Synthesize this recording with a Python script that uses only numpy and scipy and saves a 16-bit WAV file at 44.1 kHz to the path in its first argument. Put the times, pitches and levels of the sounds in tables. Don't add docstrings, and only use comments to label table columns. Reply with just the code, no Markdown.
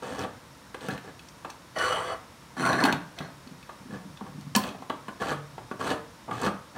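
import sys
import numpy as np
from scipy import signal
from scipy.fft import rfft, irfft
from scipy.io import wavfile

SR = 44100
rng = np.random.default_rng(int(sys.argv[2]) if len(sys.argv) > 2 else 0)


def to_wav(sig):
    pcm = np.clip(np.atleast_2d(sig), -1, 1) * 32767
    pcm = np.round(pcm).astype(np.int16)
    wavfile.write(sys.argv[1], SR, pcm.T)


N = 298557

# start_s, length_s, bite_db (relative), end_db (relative), treble_db (relative to those)
CRANK_TURNS = [(0.018, 0.2, -39.5, -32, -6), (0.81, 0.12, -43, -37, -4), (1.037, 0.074, -45, -53.5, -11),
               (3.9, 0.037, -44.5, -36, -10.5), (4.227, 0.037, -59, -42, -13),
               (4.585, 0.094, -42.5, -38, -2.5), (5.197, 0.098, -36, -27, -6),
               (5.789, 0.12, -36.5, -26, -4.5), (6.32, 0.13, -40, -26, -5.5),
               (6.746, 0.024, -40.5, -33, -12)]
# attack_s, build_up_power, treble_lost_db, release_db_per_s, release_dulling_db_per_s
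CRANK_SHAPE = (0.0079, 5.5, 0.66, 336, 63.3)
# (per Hz, relative)
RASP_COLOUR = [(40, -22), (70, -2), (130, 0), (250, -1.5), (400, -1), (1200, -7), (1700, -9), (2200, -16.5),
               (3200, -15), (4400, -23.5), (5100, -24.5), (8800, -27.5), (11000, -36), (15500, -41)]
# freq_hz, width_hz, height_db
RIM_RESONANCES = [(472, 26, 5), (976, 45, 2.1), (1266, 44, 3.2), (3230, 46, 5.3), (4170, 110, 10.2)]
STEEL_RESONANCES = [(2560, 110, 7.7), (3320, 560, 3.6), (4390, 142.8, 11), (6140, 330, 3.7)]


def from_db(db):
    return 10 ** (np.asarray(db) / 20)


def rms_one(x):
    return x / np.sqrt(np.mean(x ** 2) + 1e-20)


def at_hz(points, hz):
    f, value = np.transpose(points)
    return np.interp(np.log(np.maximum(hz, 1)), np.log(f), value)


def add(out, start, sound):
    start = max(start, 0)
    out[start:start + len(sound)] += sound[:max(len(out) - start, 0)]


def butter(x, hz, kind, order=2):
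    sos = signal.butter(order, np.clip(hz, 10, .45 * SR), kind, fs=SR, output="sos")
    return signal.sosfilt(sos, x)


def wander(count, rate_hz):
    return rms_one(butter(rng.standard_normal(count + SR), rate_hz, "low"))[SR:]


def body(spectrum, modes=(), tilt_db=0, size=4096):
    hz = np.arange(size // 2 + 1) * SR / size
    lift = 1 + sum((from_db(db) ** 2 - 1).clip(0) / (1 + (2 * (hz - f) / width) ** 2)
                   for f, width, db in modes)
    octaves = np.log2(np.maximum(hz, 200) / 1000)
    magnitude = from_db(at_hz(spectrum, hz) + tilt_db * octaves) * np.sqrt(lift)
    cepstrum = irfft(np.log(magnitude))
    half = size // 2
    folded = 2 * cepstrum[:half] * (np.arange(half) > 0)
    response = irfft(np.exp(rfft(folded, size)))
    return rms_one(response) / np.sqrt(size)


def contact(length_s, rise_s, size=2048):
    t = np.arange(size) / SR
    force = rng.standard_normal(size) * (1 - np.exp(-t / rise_s)) * np.exp(-t / length_s)
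    return force / np.linalg.norm(force)


def ring(hz, t60, rise_s):
    t = np.arange(SR // 2) / SR
    return np.sin(2 * np.pi * hz * t) * (1 - np.exp(-t / rise_s)) * np.exp(-np.log(1000) * t / t60)


def slips(count, per_s, spread_db, smooth):
    sizes = from_db(spread_db * np.minimum(rng.exponential(1, count), 3)) * rng.choice([-1, 1], count)
    kicks = rms_one(sizes * (rng.random(count) < per_s / SR))
    return rms_one(kicks + smooth * rng.standard_normal(count))


def judder(count, per_s, depth_db, uneven=0.28):
    marks = np.cumsum(rng.uniform(.5, 1.5, 400)) / per_s
    catches = np.interp(np.arange(count) / SR, np.append(0, marks), np.arange(len(marks) + 1))
    strength = rng.normal(0, uneven, len(marks) + 1)[catches.astype(int)]
    return rms_one(from_db(depth_db * (strength - catches % 1)))


def stroke(row, shape):
    start_s, length_s, first_db, last_db, bright_db = row
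    attack_s, power, lost_db, release_db_per_s, dulling_db_per_s = shape
    t = np.arange(int((length_s + .2) * SR)) / SR
    progress = np.minimum(t / length_s, 1) ** power
    after_s = np.maximum(t - length_s, 0)
    level_db = first_db + (last_db - first_db) * progress - release_db_per_s * after_s
    gain = np.minimum(t / attack_s, 1) * from_db(level_db)
    return int(start_s * SR), gain, bright_db - lost_db * progress - dulling_db_per_s * after_s


def rub(rows, shape, colour, modes, slips_per_s, spread_db, smooth, judder_per_s, judder_db,
        treble_db, shift_db, bend, count=4):
    out = np.zeros(N)
    angles = rng.uniform(0, 2 * np.pi, len(modes))
    spots = []
    for k in range(count):
        turned = angles + 2 * np.pi * k / count
        touched = [(f + bend * width * np.sin(a), width, db + shift_db * np.cos(a))
                   for (f, width, db), a in zip(modes, turned)]
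        spots.append(body(colour, touched))
    lows = [butter(h, 2250, "low", order=5) / np.linalg.norm(butter(h, [300, 2000], "band"))
            for h in spots]
    highs = [butter(h, 2250, "high", order=5) / np.linalg.norm(butter(h, [2500, 12000], "band"))
             for h in spots]
    for row in rows:
        start, gain, bright_db = stroke(row, shape)
        n = len(gain)
        force = slips(n, slips_per_s, spread_db, smooth) * judder(n, judder_per_s, judder_db) * gain
        nearness = np.exp([2 * wander(n, rate_hz=10.4) for _ in spots])
        for share, low, high in zip(nearness / nearness.sum(0), lows, highs):
            treble_force = force * share * from_db(bright_db + treble_db)
            add(out, start, signal.fftconvolve(force * share, low))
            add(out, start, signal.fftconvolve(treble_force, high))
    return out


def air():
    # (per Hz, relative)
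    air_colour = [(30, -26), (48, -3.5), (133, -1), (315, -4.5), (420, -13), (479, -7), (830, -12),
                  (897, -5.5), (1260, -10), (2830, -18), (5590, -20), (15500, -33)]
    # freq_hz, width_hz, height_db
    whistles = [(138, 6, 5.5), (3737, 15, 9), (5468.8, 74, 6), (9500, 237, 6.5)]
    noise = signal.fftconvolve(rng.standard_normal(N + SR), body(air_colour, whistles))
    return from_db(-50.5) * rms_one(noise[SR:SR + N])


def cutting():
    # freq_hz, width_hz, height_db
    opener_modes = [(215.5, 11, 9.5), (273.5, 11, 13), (480, 30, 9.5), (650, 39, 6), (790, 27, 3),
                    (996.7, 250, 7), (1767, 80, 6.5), (4500, 94, 10.5), (6170, 130, 8), (8470, 250, 7)]
    return rub(CRANK_TURNS, CRANK_SHAPE, RASP_COLOUR, opener_modes,
               slips_per_s=1600, spread_db=2.5, smooth=0.28, judder_per_s=130, judder_db=4.0,
               treble_db=-5.0, shift_db=4.0, bend=0.68)


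def tearing(count=6, tilt_db=2.0, colour_db=4):
    ticks_per_s, uneven = 100, 0.6
    tick_db, tick_spread_db = 22.5, 0.5
    force = np.zeros((count, N))
    for row in CRANK_TURNS:
        start, gain, bright_db = stroke(row, CRANK_SHAPE)
        gap, size, place = rng.random((64, 3)).T
        times_s = np.cumsum(1 + uneven * (2 * gap - 1)) / ticks_per_s
        levels_db = tick_db + tick_spread_db * (2 * size - 1)
        places = (place * count).astype(int)
        for i, db, spot in zip((times_s * SR).astype(int), levels_db, places):
            tick = contact(length_s=0.00065, rise_s=0.0001)
            if i < len(gain):
                add(force[spot], start + i, from_db(db + bright_db[i]) * gain[i] * tick)
    out = np.zeros(N)
    for spot_force in force:
        modes = [(hz, width, db + rng.normal(0, colour_db))
                 for hz, width, db in RIM_RESONANCES + STEEL_RESONANCES]
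        out += signal.fftconvolve(spot_force, body(RASP_COLOUR, modes, tilt_db))[:N]
    return out


def knocks(rows, length_s, rise_s, spot_db=9.5, spot_width_hz=110, rattle_db=-6):
    # (per Hz, relative)
    knock_colour = [(50, -34), (110, -6), (220, 2), (350, 0), (500, 1.5), (750, 3), (1000, 3.5), (1350, 3),
                    (2200, -8.5), (3200, -10.5), (5500, -26), (9000, -21), (15000, -37)]
    out = np.zeros(N)
    for s, db, tilt_db, hz in rows:
        rim = body(knock_colour, RIM_RESONANCES + [(hz, spot_width_hz, spot_db)], tilt_db)
        rattle = from_db(rattle_db) * contact(length_s=0.0096, rise_s=0.0066)
        clack = signal.fftconvolve(contact(length_s, rise_s) + rattle, rim)
        add(out, int((s - .0015) * SR), from_db(db + 16.0) * clack / np.linalg.norm(clack))
    return out


def clicks(pitch_db=8):
    # start_s, level_db (relative), pitch_hz
    click_events = [(0.192, -29, 5459), (0.236, -32, 3395), (0.7453, -37, 3100), (0.808, -35.5, 3240),
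                    (0.871, -38, 3670), (0.8856, -22, 1480), (0.908, -31, 4200), (0.978, -32, 2626),
                    (1.1927, -35.5, 3300), (1.286, -37.5, 6050), (1.5018, -31.5, 6140), (1.786, -26, 5560),
                    (1.927, -31, 4403), (2.73, -21, 4040), (2.804, -26, 4270), (2.838, -12.5, 4240),
                    (2.8553, -19, 4102), (2.9254, -16.5, 4185), (3.187, -25.5, 3860), (3.474, -38.5, 4470),
                    (3.627, -39, 3531), (4.173, -36, 3444), (4.41, -41, 6800), (4.6377, -24, 3350),
                    (4.689, -32, 3300), (4.8988, -28.5, 3300), (5.289, -35, 3300), (5.903, -24, 3700),
                    (6.416, -30, 7800), (6.433, -27, 4370), (6.4638, -26, 4280)]
    # (per Hz, relative)
    click_colour = [(.06, -8), (.3, 4.5), (1, 9), (1.6, -2.5), (3.5, -10.5)]
    out = np.zeros(N)
    for s, db, hz in click_events:
        colour = [(hz * multiple, level_db) for multiple, level_db in click_colour]
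        struck = body(colour, [(hz, hz / 12, pitch_db)] + STEEL_RESONANCES)
        crack = signal.fftconvolve(contact(length_s=0.0026, rise_s=0.00015), struck)
        add(out, int(s * SR), from_db(db + 13.0) * crack / np.linalg.norm(crack))
    return out


def thuds(count=9, spread_db=2, overtone=1.51, overtone_db=-7):
    # start_s, level_db (relative), pitch_hz
    thud_events = [(0.887, -31.5, 276), (0.925, -29, 138), (2.837, -14.5, 279), (2.937, -22, 173),
                   (3.205, -27, 169), (3.465, -37.5, 248), (3.512, -34.5, 172.2), (3.895, -34, 215.6),
                   (3.927, -26.5, 190), (4.053, -33.5, 191.2), (4.215, -29, 194), (4.379, -31.5, 194),
                   (4.467, -31.5, 162), (5.084, -31.5, 221.1), (6.468, -20, 202)]
    wobble_span_s, wobble_range_hz, wobble_db = (3.7, 5), (147, 290), -40.5
    when, strength, pitch = rng.random((count, 3)).T
    wobble_s = np.interp(np.arange(count) + when, [0, count], wobble_span_s)
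    wobble_levels = wobble_db + spread_db * (2 * strength - 1)
    wobble_hz = np.interp(pitch, [0, 1], wobble_range_hz)
    out = np.zeros(N)
    for s, db, hz in [*thud_events, *zip(wobble_s, wobble_levels, wobble_hz)]:
        for multiple, mode_db in ((1, 0), (overtone, overtone_db)):
            boom = ring(hz * multiple, t60=0.061, rise_s=0.004)
            add(out, int(s * SR), from_db(db + mode_db + 4.5) * boom)
    return out


def squeals(width_hz=55, level_db=-4.0, arch=0.43):
    # start_s, length_s, first_hz, last_hz, level_db (relative)
    chirp_events = [(0.889, 0.035, 1460, 2020, -36.5), (0.957, 0.038, 1740, 1965, -48),
                    (1.755, 0.071, 1970, 1770, -33.5), (1.792, 0.067, 1485, 1470, -28.5),
                    (1.834, 0.051, 1190, 1070, -29.5), (1.896, 0.073, 1391, 1210, -32.5),
                    (1.763, 0.033, 647, 501.3, -32.5), (1.894, 0.084, 606, 695, -34),
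                    (1.962, 0.06134, 870, 1010, -32.5), (1.744, 0.1, 4580, 4200, -48.5),
                    (1.852, 0.042, 4390, 4400, -38), (2.054, 0.095, 4600, 4470, -50.5),
                    (1.888, 0.12, 2930, 3030, -37.5), (1.919, 0.054, 3330, 3220, -45),
                    (2.031, 0.11, 3320, 3280, -48), (2.082, 0.084, 1240, 1240, -36.5),
                    (2.105, 0.047, 783.9, 680, -37.5), (2.628, 0.065, 1344, 1590, -26),
                    (2.675, 0.074, 1050, 1100, -30.5), (2.691, 0.053, 703, 732.2, -27),
                    (2.713, 0.045, 1600, 1661, -27.5), (2.784, 0.033, 1727, 1620, -26),
                    (2.808, 0.076, 980, 950, -28.5), (2.87, 0.041, 1620, 1510, -25),
                    (2.916, 0.031, 955, 880, -31.5), (4.648, 0.049, 2600, 2470, -48)]
    out = np.zeros(N)
    for s, length_s, first_hz, last_hz, db in chirp_events:
        n = int(length_s * SR)
        swell = np.sin(np.pi * np.arange(n) / n) ** arch
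        glide = np.exp(2j * np.pi * np.cumsum(np.geomspace(first_hz, last_hz, n)) / SR)
        kicks = slips(n, per_s=500, spread_db=4.5, smooth=0.29)
        decay = np.exp(-np.pi * width_hz / SR)
        rung = np.imag(glide * signal.lfilter([1], [1, -decay], kicks / glide))
        add(out, int(s * SR), from_db(db + level_db) * rms_one(swell * rung))
    return out


def sliding():
    # start_s, length_s, first_db (relative), last_db (relative), treble_db (relative to those)
    pushes = [(1.75, 0.35, -21.5, -40, -9.5), (2.05, 0.072, -23, -30.5, -14.5)]
    drags = [(2.565, 0.17, -24, -25.5, -13), (2.755, 0.16, -20.5, -30, -17), (3.16, 0.097, -32, -45, -15)]
    # attack_s, slowing_power, treble_lost_db, release_db_per_s, release_dulling_db_per_s
    push_shape = (0.09, 0.94, 0.61, 420, 72.7)
    drag_shape = (0.065, 1.032, 1.7, 230, 110)
    # (per Hz, relative)
    open_colour = [(70, -11), (220, -16), (450, -4.5), (750, -10.5), (1400, -5), (2300, -16), (3000, -25),
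                   (4500, -27), (5100, -34.5), (9700, -31), (11000, -43), (15500, -41)]
    full_colour = [(60, -49), (125, -1.5), (300, -3.5), (480, -7.5), (700, -13.5), (1600, -8.5),
                   (2300, -12.5), (3400, -20.5), (4200, -19), (4900, -30.5), (10000, -29), (11500, -37.5),
                   (15500, -35)]
    # freq_hz, width_hz, height_db
    open_modes = [(499, 27.18, 11.7), (658, 20, 15), (1150, 240, 8.6), (1960, 68, 8.26), (2970, 51, 17.5),
                  (3265, 48.6, 14), (4420, 200, 11.6), (6000, 130, 17), (7660, 110.4, 14),
                  (8530, 234.4, 10), (9700, 223.8, 10)]
    full_modes = [(258, 106, 10.3), (675, 68, 15.4), (1066, 84, 13.8), (1500, 150, 7.7), (1940, 100, 7.1),
                  (3170, 76, 9), (4274, 100, 18), (5940, 170, 20.6), (7527, 171.3, 12), (8670, 260, 11),
                  (9600, 250, 11.3)]
    opened = rub(pushes, push_shape, open_colour, open_modes,
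                 slips_per_s=1800, spread_db=3.5, smooth=0.17, judder_per_s=68, judder_db=-1.0,
                 treble_db=3.0, shift_db=3.5, bend=0.25)
    full = rub(drags, drag_shape, full_colour, full_modes,
               slips_per_s=2200, spread_db=4.0, smooth=0.25, judder_per_s=120, judder_db=7.5,
               treble_db=4.5, shift_db=6.5, bend=0.34)
    return from_db(-2.5) * (opened + full)


def hum(waver=0.38):
    # start_s, length_s, first_pitch_hz, level_db (before the fade)
    hum_events = [(4.29, 0.24, 149.7, -40), (5.3, 0.27, 147.6, -38), (5.603, 0.066, 120.8, -43),
                  (6.305, 0.092, 119, -39)]
    attack_s, fade_db_per_s, sag_hz_per_s = 0.0079, 43, 25
    out = np.zeros(N)
    for s, length_s, hz, db in hum_events:
        t = np.arange(int(length_s * SR)) / SR
        ramps = np.minimum(np.minimum(t, length_s - t) / attack_s, 1)
        gain = ramps * from_db(db - fade_db_per_s * t)
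        swell = 1 + waver * wander(len(t), rate_hz=35.0)
        tone = np.sin(2 * np.pi * np.cumsum(hz - sag_hz_per_s * t) / SR)
        add(out, int(s * SR), gain * swell * tone)
    return out


def puncture():
    # start_s, level_db (relative), low_edge_hz, high_edge_hz
    snap_events = [(4.551, 6.999, 500, 9200), (4.561, 6, 3500, 16980)]
    # (per Hz, relative)
    snap_colour = [(200, -23), (800, -7), (1500, -8), (2100, -1), (2800, 3), (4200, 0.5), (5200, 1.5),
                   (9000, -1), (11800, -5), (15500, 4)]
    # freq_hz, level_db (relative), t60_s
    lid_modes = [(214, -10, 0.074), (351, -24.5, 0.073), (483, -37, 0.094), (958, -26.5, 0.071),
                 (1035, -29, 0.124)]
    snaps = np.zeros(N)
    for s, db, low_hz, high_hz in snap_events:
        crack = signal.fftconvolve(contact(length_s=0.0019, rise_s=0.00092),
                                   body(snap_colour, STEEL_RESONANCES))
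        crack = butter(crack, low_hz, "high", order=1)
        add(snaps, int(s * SR), from_db(db) * butter(crack, high_hz, "low", order=8))
    boom = np.zeros(N)
    lid = sum(from_db(db) * ring(hz, t60, rise_s=0.0032) for hz, db, t60 in lid_modes)
    add(boom, int(snap_events[-1][0] * SR), lid)
    return snaps, boom


def room(x, early_db, tail_db, early_s=0.0034):
    # freq_hz, t60_s
    decay_times = [(120, 0.47), (400, 0.38), (1000, 0.46), (3000, 0.32), (7000, 0.15), (14000, 0.3)]
    t = np.arange(SR // 2) / SR
    edges = np.geomspace(60, 17000, 9)
    tail = np.zeros(len(t))
    for low, high in zip(edges, edges[1:]):
        band = butter(rng.standard_normal(len(t)), [low, high], "band")
        tail += band * np.exp(-np.log(1000) * t / at_hz(decay_times, np.sqrt(low * high)))
    tail *= t > .007
    early = butter(rng.standard_normal(len(t)) * np.exp(-t / early_s) * (t > .002), 692.7, "high")
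    echoes = from_db(early_db) * early / np.linalg.norm(early)
    echoes += from_db(tail_db) * tail / np.linalg.norm(tail)
    return x + signal.fftconvolve(x, echoes)[:N]


def scene():
    # start_s, level_db (relative), tilt_db_per_octave (treble), pitch_hz (of the spot struck)
    knock_events = [(0.024, -29.5, -2, 876), (0.208, -39, -5.5, 490), (0.745, -25, 0, 517.7),
                    (0.886, -18.5, -7.5, 680), (1.448, -23, -2, 920), (1.498, -32, 1.5, 1000),
                    (1.765, -28, -1, 635.7), (2.568, -26.5, -1, 1750), (2.741, -19, -3, 1090),
                    (2.852, -10, 2, 1000), (3.205, -25.5, -4.5, 1060), (3.693, -28.5, -1.5, 1180),
                    (4.211, -25, -7, 990), (4.551, -14.5, 0.5, 1720), (4.643, -24.5, -1.5, 1010),
                    (4.747, -30, -4.5, 754), (4.822, -28.5, -1, 1044), (4.8985, -16, -2.5, 1030),
                    (5.083, -22.5, -1, 990), (5.581, -26, -2.5, 900), (5.713, -20, -3, 1430),
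                    (5.81, -21.5, -1, 1140), (6.311, -18.5, -2.5, 1190)]
    # start_s, level_db (relative), tilt_db_per_octave (treble), pitch_hz
    crunch_events = [(0.237, -20, -2, 478), (4.575, -20.5, -4.5, 820), (5.215, -18, -1, 1610),
                     (5.312, -17.5, 0, 1160), (5.866, -19, 1, 780), (5.909, -15.5, -1, 630),
                     (6.281, -21.5, -5.5, 920), (6.418, -18, -2.5, 960), (6.464, -14, -2, 1240)]
    snaps, boom = puncture()
    blows = knocks(knock_events, length_s=0.0044, rise_s=0.0023)
    crunches = knocks(crunch_events, length_s=0.013, rise_s=0.0076)
    handling = from_db(-2.0) * cutting() + tearing() + sliding() + blows + crunches + clicks() + snaps
    chirps = room(squeals(), early_db=-9, tail_db=-10.0)
    booms = room(thuds() + boom, early_db=9.5, tail_db=-7.5)
    return (room(handling, early_db=-6.5, tail_db=-7.5) + chirps + booms + hum() + air())[None]


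def record(dry):
    bass_cut = butter(dry, 45, "high", order=4)
    top_cut = signal.cheby2(16, 70, 16450, fs=SR, output="sos")
    return signal.sosfilt(top_cut, bass_cut)


dry = scene()
out = record(dry)
to_wav(out)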